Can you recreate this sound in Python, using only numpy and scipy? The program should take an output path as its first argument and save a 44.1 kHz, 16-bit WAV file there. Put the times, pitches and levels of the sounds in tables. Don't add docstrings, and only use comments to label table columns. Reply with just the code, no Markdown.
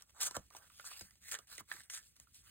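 import sys
import numpy as np
from scipy import signal
from scipy.fft import rfft, irfft
from scipy.io import wavfile
from scipy.ndimage import uniform_filter1d

SR = 44100
rng = np.random.default_rng(int(sys.argv[2]) if len(sys.argv) > 2 else 0)


def makeup_ratio(level_db):
    decades = np.asarray(level_db, float) / 20
    return 10 ** decades


def unload_audio(sound):
    columns = np.transpose(np.atleast_2d(sound))
    steps = np.round(np.clip(columns, -1, 1) * 32767)
    wavfile.write(sys.argv[1], SR, steps.astype(np.int16))


N = 110250

# f/Hz, level/dB
PAPER_HISS = [(250, -29), (800, -26), (2500, -7.5), (4000, -5.5), (7500, -0.5), (10500, -6.5), (13000, -10),
              (16000, -19.5)]
BURST = 4096


def read(points, hz):
    f, value = np.transpose(points)
    return np.interp(np.log(hz + 1), np.log(f + 1), value)


def evened(x):
    return x / np.sqrt(np.mean(x ** 2) + 1e-20)


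def colour(x, gain):
    size = x.shape[-1]
    return irfft(rfft(x) * gain(np.fft.rfftfreq(size, 1 / SR)), size)


def add(mix, s, sound):
    part = mix[round(s * SR):][:len(sound)]
    part += sound[:len(part)]


def resonate(x, hz, width_hz):
    turn = np.exp(2j * np.pi * np.cumsum(hz * np.ones(len(x))) / SR)
    r = np.exp(-np.pi * width_hz / SR)
    lowered = signal.lfilter([(1 - r) ** 2], [1, -2 * r, r * r], x / turn)
    return 2 * (turn * lowered).real


def micro_slips(spread_db, flicker_db, streak_db):
    slips_per_s = 12000
    flicker = evened(uniform_filter1d(rng.standard_normal(N), size=130))
    slips = rng.standard_normal(N) * (rng.random(N) < slips_per_s / SR)
    slips *= makeup_ratio(spread_db * np.minimum(rng.exponential(1, N), 4) + flicker_db * flicker)
    _, _, z = signal.stft(slips, SR, nperseg=256, noverlap=192)
    streaks = uniform_filter1d(rng.standard_normal(z.shape), size=45, axis=1)
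    streaks = uniform_filter1d(streaks, size=4, axis=0)
    return signal.istft(z * makeup_ratio(streak_db * evened(streaks)), SR, nperseg=256, noverlap=192)[1][:N]


def hollow_ring(slips):
    # t/s, f/Hz
    hollow = [
        (.6, 1317),
        (1.3, 1850),
        (1.551, 1360),
        (1.8, 1784),
        (2.3, 1630),
    ]
    return evened(resonate(slips, np.interp(np.arange(N) / SR, *np.transpose(hollow)), width_hz=900))


def pressure(strokes):
    rise_db, fall_db, edge_s = 17, 10, 0.0025
    t = np.arange(N) / SR
    start, peak, end, db, ring_db = np.transpose(strokes)[:, :, None]
    rising_db = rise_db * (t - peak) / (peak - start)
    falling_db = fall_db * (peak - t) / (end - peak)
    slope_db = np.where(t < peak, rising_db, falling_db)
    take_up = (t - start) / (edge_s + 0.14 * (peak - start))
    let_go = (end - t) / edge_s + .5
    touch = np.clip(np.minimum(take_up, let_go), 0, 1) * makeup_ratio(db + slope_db)
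    return touch.sum(0), (touch * makeup_ratio(ring_db)).sum(0)


def slide(strokes, spectrum, spread_db, flicker_db, streak_db):
    firm_db, thin_hz = -70, 4600
    slips = micro_slips(spread_db, flicker_db, streak_db)
    ring = hollow_ring(slips)
    hiss_gain, ring_gain = pressure(strokes)
    hiss = evened(colour(slips, lambda f: makeup_ratio(read(spectrum, f))))
    body = colour(hiss, lambda f: 1 / (1 + (f / thin_hz) ** 6))
    firm = np.minimum(hiss_gain / makeup_ratio(firm_db), 1)
    return makeup_ratio(6) * hiss_gain * (hiss - (1 - firm) * body) + makeup_ratio(3.5) * ring_gain * ring


def glides():
    # start/s, peak/s, end/s, level/dB, hollow ring over hiss/dB
    glide_strokes = [(-.03, -.01, .045, -69.5, -0.5), (.05, .12, 0.11, -69, -7), (.5, .53, 0.68, -68, 2.5),
                     (.555, .567, 0.59, -61, 0), (.6, .79, 0.83, -65.5, -14), (.79, .92, 1, -57, -8),
                     (.96, 1.0, 1.057, -60.5, -13), (1.03, 1.06, 1.13, -69.5, -7),
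                     (1.205, 1.29, 1.34, -57.5, -4.5), (1.36, 1.385, 1.453, -70.5, 1),
                     (1.466, 1.53, 1.61, -56, -9), (1.582, 1.602, 1.614, -54.5, 3),
                     (1.61, 1.62, 1.47, -76.5, 0.1), (1.675, 1.72, 1.82, -57, -1.5),
                     (1.8, 1.835, 1.848, -67.5, -16), (1.83, 1.85, 1.89, -71.5, -2),
                     (1.99, 2.0, 2.074, -67.5, -6.5), (2.02, 2.08, 2.125, -72.5, -30),
                     (2.152, 2.165, 2.18, -68.5, -3), (2.19, 2.215, 2.25, -73, -6),
                     (2.4, 2.47, 2.56, -68, -4.5), (2.245, 2.272, 2.23, -67, 0)]
    # f/Hz, level/dB
    glide_hiss = [(300, -31), (900, -46), (2500, 0.5), (5000, 0), (7000, -1.5), (8500, 1), (10500, -1.5),
                  (15500, -6.5)]
    return slide(glide_strokes, glide_hiss, spread_db=3.0, flicker_db=0.5, streak_db=3.0)


def scrapes():
    # start/s, peak/s, end/s, level/dB, hollow ring over hiss/dB
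    scrape_strokes = [(.135, .2, 0.3, -62, 3.5), (.2, .217, 0.27, -39.5, -10), (.25, .272, 0.29, -44, -8.5),
                      (.28, .3, 0.4, -66, -2), (.342, .354, 0.364, -50.5, 5), (.372, .38, 0.45, -75.5, 4.5),
                      (.84, .865, 0.89, -50, -5.5), (1.313, 1.32, 1.352, -49.5, 2),
                      (.365, .369, 0.37, -41.5, -5.5), (1.009, 1.012, 1.02, -51.5, -10),
                      (1.94, 1.98, 2.0, -57, -6.3), (1.335, 1.349, 1.344, -44, 4),
                      (1.345, 1.356, 1.378, -62, 9), (1.897, 1.901, 1.949, -52.5, -5),
                      (1.915, 1.95, 1.983, -52.5, -5.5), (2.325, 2.355, 2.424, -65, -34)]
    return slide(scrape_strokes, PAPER_HISS, spread_db=2.5, flicker_db=0.16, streak_db=2.5)


def ticks():
    # t/s, level/dB, brightness/dB per octave, t60/s
    creases = [(0.0094, -55.5, -8, 0.06), (0.0223, -46, -1.5, 0.016), (0.0953, -61, -9, 0.045),
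               (0.3106, -38, -3.5, 0.021), (0.3661, -30.5, 0.3, 0.028), (0.5667, -43, -1.5, 0.025),
               (1.0095, -41.5, -5, 0.056), (1.1085, -51, -7.5, 0.017), (1.155, -58.5, -4, 0.057),
               (1.2925, -47, -1.5, 0.067), (1.3147, -34.5, -1.5, 0.079), (1.321, -32, 10, 0.025),
               (1.3318, -33.5, -1.5, 0.026), (1.3499, -34, -4.5, 0.045), (1.3885, -39.5, -2.5, 0.023),
               (1.5808, -37.5, -2.5, 0.014), (1.8993, -37, -4.5, 0.0092), (2.1657, -54, 2, 0.012),
               (2.1999, -43, -1.5, 0.01), (2.3451, -51, 1, 0.023), (0.504, -55, -5, .02),
               (0.5497, -47.5, -4, 0.022), (.7003, -55, -13.5, 0.027), (0.7968, -40.5, -12, 0.014),
               (0.8732, -48.5, 8, 0.018), (0.8868, -42, 17, 0.014), (1.343, -31, -7, 0.012),
               (1.4722, -57, -3, 0.022), (1.6888, -56, -4, 0.023), (1.716, -36, -12, 0.025),
               (1.8033, -58, -6, 0.014), (1.9365, -38.5, -5, .015), (2.228, -68, 7, 0.027),
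               (0.2127, -28.5, 3, 0.011), (0.231, -24, 2, 0.01)]
    out, t = np.zeros(N), np.arange(BURST) / SR
    for s, db, bright_db, t60 in creases:
        def gain(hz):
            tilt_db = bright_db * np.log2(np.maximum(hz, 1500) / 6500)
            return makeup_ratio(0.66 * read(PAPER_HISS, hz) + tilt_db)

        crack = evened(colour(rng.standard_normal(BURST), gain))
        front = np.minimum(t / 0.00019, 1) * (1 + 2 * np.exp(-t / 0.0012))
        add(out, s, crack * front * makeup_ratio(db - 8.0 - 60 * t / max(t60, .004)))
    return out


def pops():
    # t/s, level/dB, ring f/Hz, t60/s
    buckles = [(0.023, -63, 1190, 0.024), (0.311, -46.5, 1030, 0.014), (0.366, -34.5, 1140, 0.012),
               (0.3665, -36, 650, 0.015), (.797, -62, 790, 0.024), (2.271, -61, 1410, 0.046),
               (0.508, -53, 1095, 0.033), (0.549, -47.5, 970, 0.01), (0.702, -61.5, 1160, 0.083),
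               (0.798, -43, 1414, 0.036), (0.843, -48, 1300, 0.039), (0.915, -45.5, 1215, 0.0064),
               (1.01, -52.5, 1570, 0.023), (1.11, -67.5, 2040, 0.015), (1.315, -52, 1980, 0.076),
               (1.3506, -37, 1740, 0.047), (1.39, -48.5, 1290, 0.026), (1.582, -44, 2050, 0.058),
               (1.606, -46, 1120, 0.016), (1.715, -29, 1700, 0.016), (1.721, -46, 1600, 0.04),
               (1.767, -49, 1870, 0.017), (1.804, -49, 1750, 0.011), (1.901, -50.5, 2010, 0.11),
               (2.198, -62.5, 1930, 0.015)]
    width_hz, rise_s = 302, 0.000511
    knock = 4.0
    out, t = np.zeros(N), np.arange(BURST) / SR
    for s, db, hz, t60 in buckles:
        shape = np.minimum(t / rise_s, 1) * makeup_ratio(-60 * t / max(t60, .004))
        blow = rng.standard_normal(BURST) * shape + knock * np.exp(-((t - rise_s) * 8 * hz) ** 2)
        ring = resonate(blow, hz, width_hz) + 0.17 * resonate(blow * shape, 2 * hz, hz)
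        add(out, s, makeup_ratio(db + 3.0) * ring / abs(ring).max())
    return out


def thumps():
    # t/s, level/dB, first pitch f/Hz, length/s
    landings = [(0.308, -51.5, 610, 0.0095), (0.368, -38.5, 493, 0.0096), (0.372, -44, 148, 0.026),
                (0.5492, -47.5, 883, 0.0052), (1.011, -54, 488, 0.012), (1.018, -54, 130, 0.031),
                (1.323, -59, 556, 0.01), (1.39, -56.5, 595, 0.009), (1.582, -53, 595, 0.0106),
                (1.605, -55, 226, 0.024), (0.217, -60, 307, .02), (1.741, -59.5, 474, 0.0204),
                (1.782, -66, 253, 0.026)]
    sag, puff_noise = 1.045, 0.77
    out, t = np.zeros(N), np.arange(BURST) / SR
    for s, db, hz, length in landings:
        swoop = -np.sin(2 * np.pi * np.cumsum(hz * np.exp(-sag * t / length)) / SR)
        puff = evened(colour(rng.standard_normal(BURST), lambda f: (f / hz) / (1 + (f / hz) ** 4)))
        shape = np.minimum(6 * t / length, 1) * np.exp(-(t / length) ** 2)
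        push = (swoop + puff_noise * puff) * shape
        add(out, s, makeup_ratio(db) * push / abs(push).max())
    return out


def snaps():
    return thumps() + colour(ticks() + pops(), lambda f: 1 / (1 + (370 / (f + 1)) ** 4))


def echoes(t60, size):
    taps = np.zeros(size)
    at = np.arange(0, size - 20, 20)
    taps[at + rng.integers(0, 20, len(at))] = rng.choice([-1., 1.], len(at))
    taps *= makeup_ratio(-60 * np.arange(size) / SR / t60)
    return taps / np.linalg.norm(taps)


def room_tail(paper):
    tail = signal.oaconvolve(paper, echoes(t60=0.08, size=16000))[:N]
    tail = colour(tail, lambda hz: 1 / (1 + (hz / 5900) ** 2))
    return makeup_ratio(-9) * np.roll(tail, 200)


def air():
    # f/Hz, level/dB
    air_hiss = [(25, -28.5), (60, 5.5), (110, -3.5), (250, -15), (600, -33), (2000, -20), (8000, -19.5),
                (16000, -24)]
    lumps = makeup_ratio(2.65 * evened(uniform_filter1d(rng.standard_normal(N), size=2500)))
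    noise = colour(rng.standard_normal(N), lambda hz: makeup_ratio(read(air_hiss, hz)) * (hz > 15))
    return makeup_ratio(-71.5) * evened(noise) * lumps


def ports(x):
    # f/Hz, phase/rad
    lead = [(0, 0), (500, -.35), (1000, -1.3), (1400, -.4), (1700, .9), (3000, 1.5), (5400, np.pi),
            (14900, 4 * np.pi)]
    # f/Hz, level/dB
    shade = [(100, -2.5), (300, -3.5), (650, 1), (1100, -8), (1550, -9.5), (2000, -6.5), (3500, -4),
             (5000, 0)]
    # f/Hz, coherence/1
    likeness = [(100, .8), (300, .88), (700, .86), (1900, .9), (3200, .5), (4300, .72), (5400, .87),
                (8000, .9), (16000, .9)]

    def direct_gain(hz):
        phase = np.interp(hz, *np.transpose(lead))
        return read(likeness, hz) * makeup_ratio(read(shade, hz)) * np.exp(1j * phase)

    def scattered_gain(hz):
        return np.sqrt(1 - read(likeness, hz) ** 2) * makeup_ratio(read(shade, hz))

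    z = signal.stft(x, nperseg=256)[2]
    scattered = signal.istft(z * np.exp(2j * np.pi * rng.random(z.shape)), nperseg=256)[1][:N]
    scattered *= np.std(x) / np.std(scattered)
    left = colour(x, direct_gain) + colour(scattered, scattered_gain)
    return np.array([left, x])


def scene():
    paper = glides() + scrapes() + snaps()
    return ports(paper + room_tail(paper) + air())


def band_limit(x):
    return signal.sosfilt(signal.butter(12, 16500, fs=SR, output="sos"), x)


def record(dry):
    sum_and_difference = np.array([dry[0] + dry[1], dry[0] - dry[1]]) / 2
    hz, _, z = signal.stft(sum_and_difference, SR, nperseg=1024)
    power = uniform_filter1d(abs(z) ** 2, size=15, axis=1)
    power = uniform_filter1d(power, size=3, axis=2)
    keep = (power > makeup_ratio(2 * -8.5) * power[::-1]) | (hz < 3000)[:, None]
    audible = power[0] > makeup_ratio(2 * -15) * power[0, np.argmax(hz > 8500)]
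    keep[0] &= audible | ((hz < 2600) | (hz > 4700))[:, None]
    level_db = 10 * np.log10((abs(z[:, hz > 3000]) ** 2).sum((0, 1)) + 1e-20)
    jumps = abs(np.diff(level_db, prepend=level_db[0])) > 7
    kept = z * ((keep | jumps) & (hz < 15900)[:, None])
    mid, side = signal.istft(kept, SR, nperseg=1024)[1][:, :N]
    return band_limit(np.array([mid + side, mid - side]))


dry = scene()
out = record(dry)
unload_audio(out)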